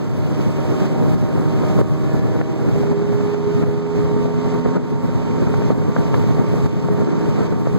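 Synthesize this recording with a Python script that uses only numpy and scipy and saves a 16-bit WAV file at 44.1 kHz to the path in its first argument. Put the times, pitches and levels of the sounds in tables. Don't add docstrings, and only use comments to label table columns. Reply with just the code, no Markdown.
import sys
import numpy as np
from scipy import signal
from scipy.fft import rfft, irfft, next_fast_len
from scipy.io import wavfile
from scipy.ndimage import uniform_filter1d, minimum_filter1d, map_coordinates

SR = 44100
rng = np.random.default_rng(int(sys.argv[2]) if len(sys.argv) > 2 else 0)


def digitize_waveform(pressure):
    field = np.atleast_2d(pressure).T
    bounded = np.clip(field, -1, 1)
    quanta = np.round(bounded * 32767).astype(np.int16)
    wavfile.write(sys.argv[1], SR, quanta)


def invert_db(x):
    u = np.asarray(x, float) / 20
    return 10 ** u


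N = 343098
CONTROL = 147

# t/s, rotation f/Hz
SHAFT_SPEED = [(0.0, 76.47), (0.3, 76.62), (0.55, 76.98), (0.9, 77.04), (1.4, 77.14), (1.75, 77.41),
               (2.2, 78.58), (2.52, 79.03), (2.77, 80.9), (3.05, 81.88), (3.27, 82.48), (3.8, 82.7),
               (4.35, 83.58), (4.75, 83.97), (5.0, 83.89), (5.6, 83.43), (6.15, 83.16), (7.78, 83.13)]


def unit(x):
    return x / np.sqrt(np.mean(x ** 2, axis=-1, keepdims=True) + 1e-20)


def even(x, seconds):
    power = abs(uniform_filter1d(x ** 2, int(seconds * SR), axis=-1))
    return x / np.sqrt(power + 1e-20)


def curves(rows):
    s, *cols = np.transpose(rows)
    t = np.arange(N) / SR
    return np.array([np.interp(t, s, c) for c in cols])


def wobble(rate, count=1, step=1):
    knots = rng.standard_normal((count, int(N * 400 / SR) + 4))
    position = np.arange(0, N, step) * rate / SR
    return np.array([map_coordinates(k, [position]) for k in knots])


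def coloured(x, points, column=1):
    m = next_fast_len(N + 8192)
    table = np.transpose(points)
    log_hz = np.log(np.fft.rfftfreq(m, 1 / SR) + 1)
    db = np.interp(log_hz, np.log(table[0]), table[column])
    return irfft(rfft(x, m) * invert_db(db), m)[..., :N]


def delayed(x, count):
    return np.pad(x, (count, 0))[:N]


def spray():
    # f/Hz, density at port A/dB, density at port B/dB
    spray_spectrum = [(500, -37, -31), (1020, 10.5, 9), (1600, 4, -8), (2240, 7.5, 0.5), (3670, 0, -27.5),
                      (4660, -2, -4), (5980, -1, -24), (7600, -13, -3.5), (9640, -23.5, -19.5),
                      (10400, -46, -37), (13000, -22, -19), (16000, -18, -29.5)]
    mist_hz, mist_fades_db = 8800, 1.13
    swell_db = .5 * wobble(9) + .7 * wobble(20, count=2) + .9 * wobble(150, count=2)
    hiss = invert_db(swell_db) * rng.standard_normal((2, N))
    pair = np.array([coloured(hiss[0], spray_spectrum, column=1),
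                     coloured(hiss[1], spray_spectrum, column=2)])
    mist = coloured(pair, [(mist_hz * .9, -60), (mist_hz, 0)])
    speed = curves(SHAFT_SPEED)[0]
    pair = pair + mist * (invert_db(mist_fades_db * (speed.mean() - speed)) - 1)
    return invert_db(-43.5) * pair / np.std(pair[0])


def wind():
    # t/s, gust level/dB, excess at port B over port A/dB
    gusts = [(0, 0, 1), (.6, -4, -5), (1.15, 0.5, 2.5), (1.55, -2.5, -2), (1.85, -1, 0), (2.4, 0.5, -2),
             (2.75, -0.5, 6), (3.2, -2, 7.5), (3.65, -1.5, 0), (4.15, -0.5, 5), (4.8, -2.5, -18),
             (5.1, 0.5, -4.5), (5.65, -1, 8), (6.2, -1.5, -1), (6.7, -1, -6.5), (7.0, 3.5, 2),
             (7.3, -0.5, 3), (7.7, -1, 8)]
    # f/Hz, density/dB
    rumble_spectrum = [(20, -45), (40, 4), (60, -6), (90, 4.5), (130, 10), (200, 1), (300, -9),
                       (500, -52.5)]
    # f/Hz, density/dB
    flutter_spectrum = [(100, -20), (200, 5.5), (300, 1), (450, -3.5), (700, -17), (1000, -19), (1700, -29),
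                        (3000, -50), (6000, -88)]
    rumble_mean, rumble_swing, rumble_lull = -27.5, 0.68, 2.35
    flutter_mean, flutter_swing, flutter_lull = -24, 1.26, 2.13
    gust_db, lean_db = curves(gusts)
    lumps, eddies, lulls = wobble(28, count=2), wobble(120, count=2), wobble(7, count=3)
    rumble = coloured(invert_db(2.5 * lumps) * rng.standard_normal((2, N)), rumble_spectrum)
    burstiness_db = 2.65 * lumps + 3.25 * eddies
    flutter = coloured(invert_db(burstiness_db) * rng.standard_normal((2, N)), flutter_spectrum)
    rumble, flutter = even(rumble, .15), even(flutter, .15)
    rumble_db = rumble_mean + rumble_swing * gust_db + rumble_lull * lulls[0]
    flutter_db = flutter_mean + flutter_swing * gust_db + flutter_lull * lulls[1:]
    flutter_db = flutter_db + np.outer([-.5, .5], lean_db)
    return invert_db(rumble_db + 5.5) * rumble + invert_db(flutter_db - 1.0) * flutter


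def pops():
    # t/s, share on port B (0-1), push level/dB, push f/Hz
    puffs = [(0.872, .1, -24, 200), (1.376, 0.7, -13.5, 500), (1.637, .1, -9, 446), (1.79, 1, -11, 453),
             (1.815, 0.95, -3, 352), (2.095, .1, -12, 500), (2.835, 0.8, -9.5, 550),
             (2.929, 0.2, -9.5, 395), (3.345, .1, -16, 450), (3.637, .9, 2, 216), (3.671, .1, -15.5, 400),
             (4.258, 0, -11, 450), (4.297, 0, -16, 400), (4.77, 0.2, 0, 230), (5.045, 0.2, -27, 400),
             (5.093, .9, -13, 400), (5.368, 0.2, -21, 400), (5.472, 0, -7, 150), (5.62, 0.2, -7.5, 347),
             (5.705, 0, -4.5, 393), (5.722, .9, -7, 248), (6.242, 0.2, -10.5, 350), (6.384, 0.2, -11, 500),
             (6.541, .1, -11, 500), (6.66, .1, -15, 308), (6.887, .1, -7.5, 550), (7.02, 0, -6, 403),
             (7.111, 0.13, -19, 400), (7.525, .1, -7.5, 300), (7.672, .1, -4.5, 440)]
    # t/s, share on port B (0-1), push level/dB, crack level/dB, crack f/Hz
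    drops = [
        (2.414, 1, -5, -32, 1730),
        (5.541, 0, -21.5, -28.5, 1150),
        (5.965, 0, -8.5, -26, 1320),
        (6.143, 0.05, -14, -29, 1410),
    ]
    # f/Hz, density/dB
    wake_spectrum = [(150, -19), (350, 5), (900, -5.5), (1600, -15.5), (2600, -25.5), (4000, -49)]
    wake_db, wake_s = -23, 0.01
    crack_at_0_db, crack_grows, puff_crack_hz = -35.5, 0.54, 1150
    drop_push_hz = 443
    half = SR // 50
    out, t = np.zeros((2, N + SR)), np.arange(-SR // 50, half) / SR
    bursts = [(s, share, db, hz, crack_at_0_db + crack_grows * db, puff_crack_hz)
              for s, share, db, hz in puffs]
    bursts += [(s, share, db, drop_push_hz, crack_db, crack_hz) for s, share, db, crack_db, crack_hz in drops]
    cracks = rng.standard_normal((len(bursts), len(t)))
    wakes = unit(coloured(rng.standard_normal(N), wake_spectrum))
    wakes = wakes[:cracks.size].reshape(cracks.shape)
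    for (s, share, push_db, push_hz, crack_db, crack_hz), noise, wake in zip(bursts, cracks, wakes):
        push = -invert_db(push_db) * np.exp(-(t * push_hz * 2.0) ** 2) * np.cos(2 * np.pi * push_hz * t)
        dull = signal.butter(3, [400, crack_hz * 1.25], "bandpass", fs=SR, output="sos")
        sweep = np.sin(2 * np.pi * crack_hz * t * (.85 + t / .008))
        snap = sweep + .6 * unit(signal.sosfilt(dull, noise))
        crack = invert_db(crack_db - 2.5) * unit(snap * np.exp(-(t / .0025) ** 2))
        push = push + invert_db(push_db + wake_db) * wake * np.exp(-(t / wake_s) ** 2)
        ports = np.clip([[1 - share], [share]], 0, 1)
        out[:, round(s * SR) - half:][:, :len(t)] += ports * (push + crack)
    return out[:, :N]


def booming(hz):
    # f/Hz, width/Hz, peak level/dB, level away from it/dB, dB per dB of load
    panels = [
        (170, 11.5, -27.5, -29.5, 0.34),
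        (251.7, 2.03, -28.5, -38.5, 0.94),
        (406.5, 12.7, -28.5, -39.5, 1.22),
        (923, 18, -39, -64.5, 0.14),
    ]
    # t/s, load/dB
    load = [(0, 2), (.5, -1.5), (1.3, 1), (2.5, 1), (2.8, 3), (3.5, 6.5), (4.25, 5.5), (4.35, 3.5),
            (4.75, 4), (4.9, 1), (5.5, 1), (5.8, 0.5), (6.4, -1), (7.0, 3), (7.2, -3), (7.78, 0.5)]
    centre, width, peak_db, off_db, bite = np.transpose(panels)[:, :, None]
    power = invert_db(2 * peak_db) / (1 + ((hz - centre) * 2 / width) ** 2) + invert_db(2 * off_db)
    load_db = curves(load)[:, ::CONTROL]
    sway_db = -0.02 * wobble(2.548, count=len(panels), step=CONTROL)
    return np.sqrt(power) * invert_db(bite * load_db + sway_db)


def engine():
    # f/Hz, width/Hz, level/dB
    hull = [(90, 30, -47), (315, 13.7, -31.5), (481.3, 12, -35.5), (625, 19.3, -38.5), (786, 33, -44.5),
            (926, 43, -44.5), (1089, 27, -47.5), (1168, 10, -44.5), (1239, 7.7, -45), (1358, 68, -51),
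            (1490, 41, -56.5), (1726, 13, -56.5), (1922, 36, -63.5), (2130, 71, -59.5)]
    # f/Hz, density/dB
    exhaust = [(60, -40), (200, 0), (450, -1.5), (700, -6.5), (1000, -14.5), (1700, -19), (2300, -27),
               (4000, -28), (8000, -51)]
    boomers = [1, 2, 4, 10]
    speed = curves(SHAFT_SPEED)[0] + 0.04 * wobble(6)[0]
    turns = np.cumsum(speed) / SR
    orders = np.arange(1, 28)[:, None]
    hz = orders * speed[::CONTROL]
    power = sum(invert_db(2 * db) / (1 + ((hz - c) * 2 / w) ** 2) for c, w, db in hull)
    size = np.sqrt(power) * invert_db(1.1 * wobble(4, count=len(orders), step=CONTROL))
    size[21] *= invert_db(9.5)
    size[boomers] = booming(hz[boomers])
    size[4] *= invert_db(np.interp(hz[4], [397, 404, 404.6], [0, -7, 1]))
    size *= invert_db(1.2 * wobble(25, count=len(orders), step=CONTROL))
    size = np.repeat(size, CONTROL, axis=1)[:, :N]
    start = rng.random((len(orders), 1))
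    tones = np.sqrt(2) * np.sum(size * np.sin(2 * np.pi * (orders * turns + start)), axis=0)
    firing = 1 + .12 * np.sin(2 * np.pi * turns)
    roar = unit(coloured(firing * rng.standard_normal(N), exhaust))
    near = tones + invert_db(-34.5 + 1.7 * wobble(9)[0]) * roar
    far = delayed(coloured(near, [(300, -0.5), (900, -3.5), (2500, -17.5)]), count=8)
    return np.array([far, near])


def scene():
    return engine() + wind() + spray() + pops()


def riding():
    # t/s, gain just after/dB
    ducks = [(0, -3), (.871, 0.5), (1.03, 2), (1.15, -1.5), (1.816, -3.5), (2.2, -2.5), (2.413, -3),
             (2.93, -1.2), (3.03, -1), (3.349, -1.55), (3.633, -3.5), (3.8, -1.5), (4.05, -0.5), (4.27, -1),
             (4.45, 0.5), (4.6, -0.7), (4.771, -5), (5.1, -2), (5.55, 1.4), (5.723, -2), (6.242, 1),
             (6.4, 0.1), (6.669, -3.5), (7.05, -1.2), (7.472, -0.8), (7.53, -2.5)]
    ceiling_db, recover_s, duck_s = 9.5, 0.97, 0.0074
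    t = np.arange(N) / SR
    s, after_db = np.transpose(ducks)
    last = np.clip(np.searchsorted(s, t, side="right") - 1, 0, None)
    gain_db = ceiling_db + (after_db[last] - ceiling_db) * np.exp(-(t - s[last]) / recover_s)
    return invert_db(uniform_filter1d(gain_db, int(duck_s * SR) + 1, mode="nearest"))


def limited(x, top):
    need = np.minimum(1, top / (abs(x).max(axis=0) + 1e-9))
    return x * uniform_filter1d(minimum_filter1d(need, size=441), size=441)


def starved(sides):
    band_starts = [*range(0, 40, 4), *range(40, 96, 8),
                   96, 108, 120, 132, 144, 160, 176, 196, 216, 240, 264, 292, *range(320, 1025, 32)]
    # f/Hz, level/dB
    threshold = [(700, -60), (1100, -17), (2800, -16), (4100, -12), (7000, -9), (8400, -3), (9500, -.5),
                 (16000, -.5)]
    top_hz = 15770
    hz, _, z = signal.stft([sides[0] + sides[1], sides[0] - sides[1]], SR, nperseg=2048)
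    power = abs(z) ** 2
    widths = np.diff([*band_starts, len(hz)])
    band = np.add.reduceat(power, band_starts, axis=1) / widths[:, None]
    band = np.repeat(band, widths, axis=1)
    limit = invert_db(2 * np.interp(hz, *np.transpose(threshold)))[:, None]
    local = uniform_filter1d(power, size=3, axis=1)
    other = band[::-1]
    keep = (local >= limit * other) | (band > other)
    kept = z * keep * (hz < top_hz)[:, None]
    mid, side = signal.istft(kept, SR, nperseg=2048)[1][:, :N] / 2
    return np.array([mid + side, mid - side])


def band_limit(x):
    return signal.sosfilt(signal.butter(12, 17080, fs=SR, output="sos"), x)


def record(dry):
    port_delay = 16
    bass_cut = signal.butter(2, 60, "highpass", fs=SR, output="sos")
    a, b = signal.sosfilt(bass_cut, dry) * riding()
    sides = np.array([a - delayed(b, count=port_delay), b - delayed(a, count=port_delay)])
    mix = starved(limited(sides, top=.93))
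    return band_limit(mix)


dry = scene()
out = record(dry)
digitize_waveform(out)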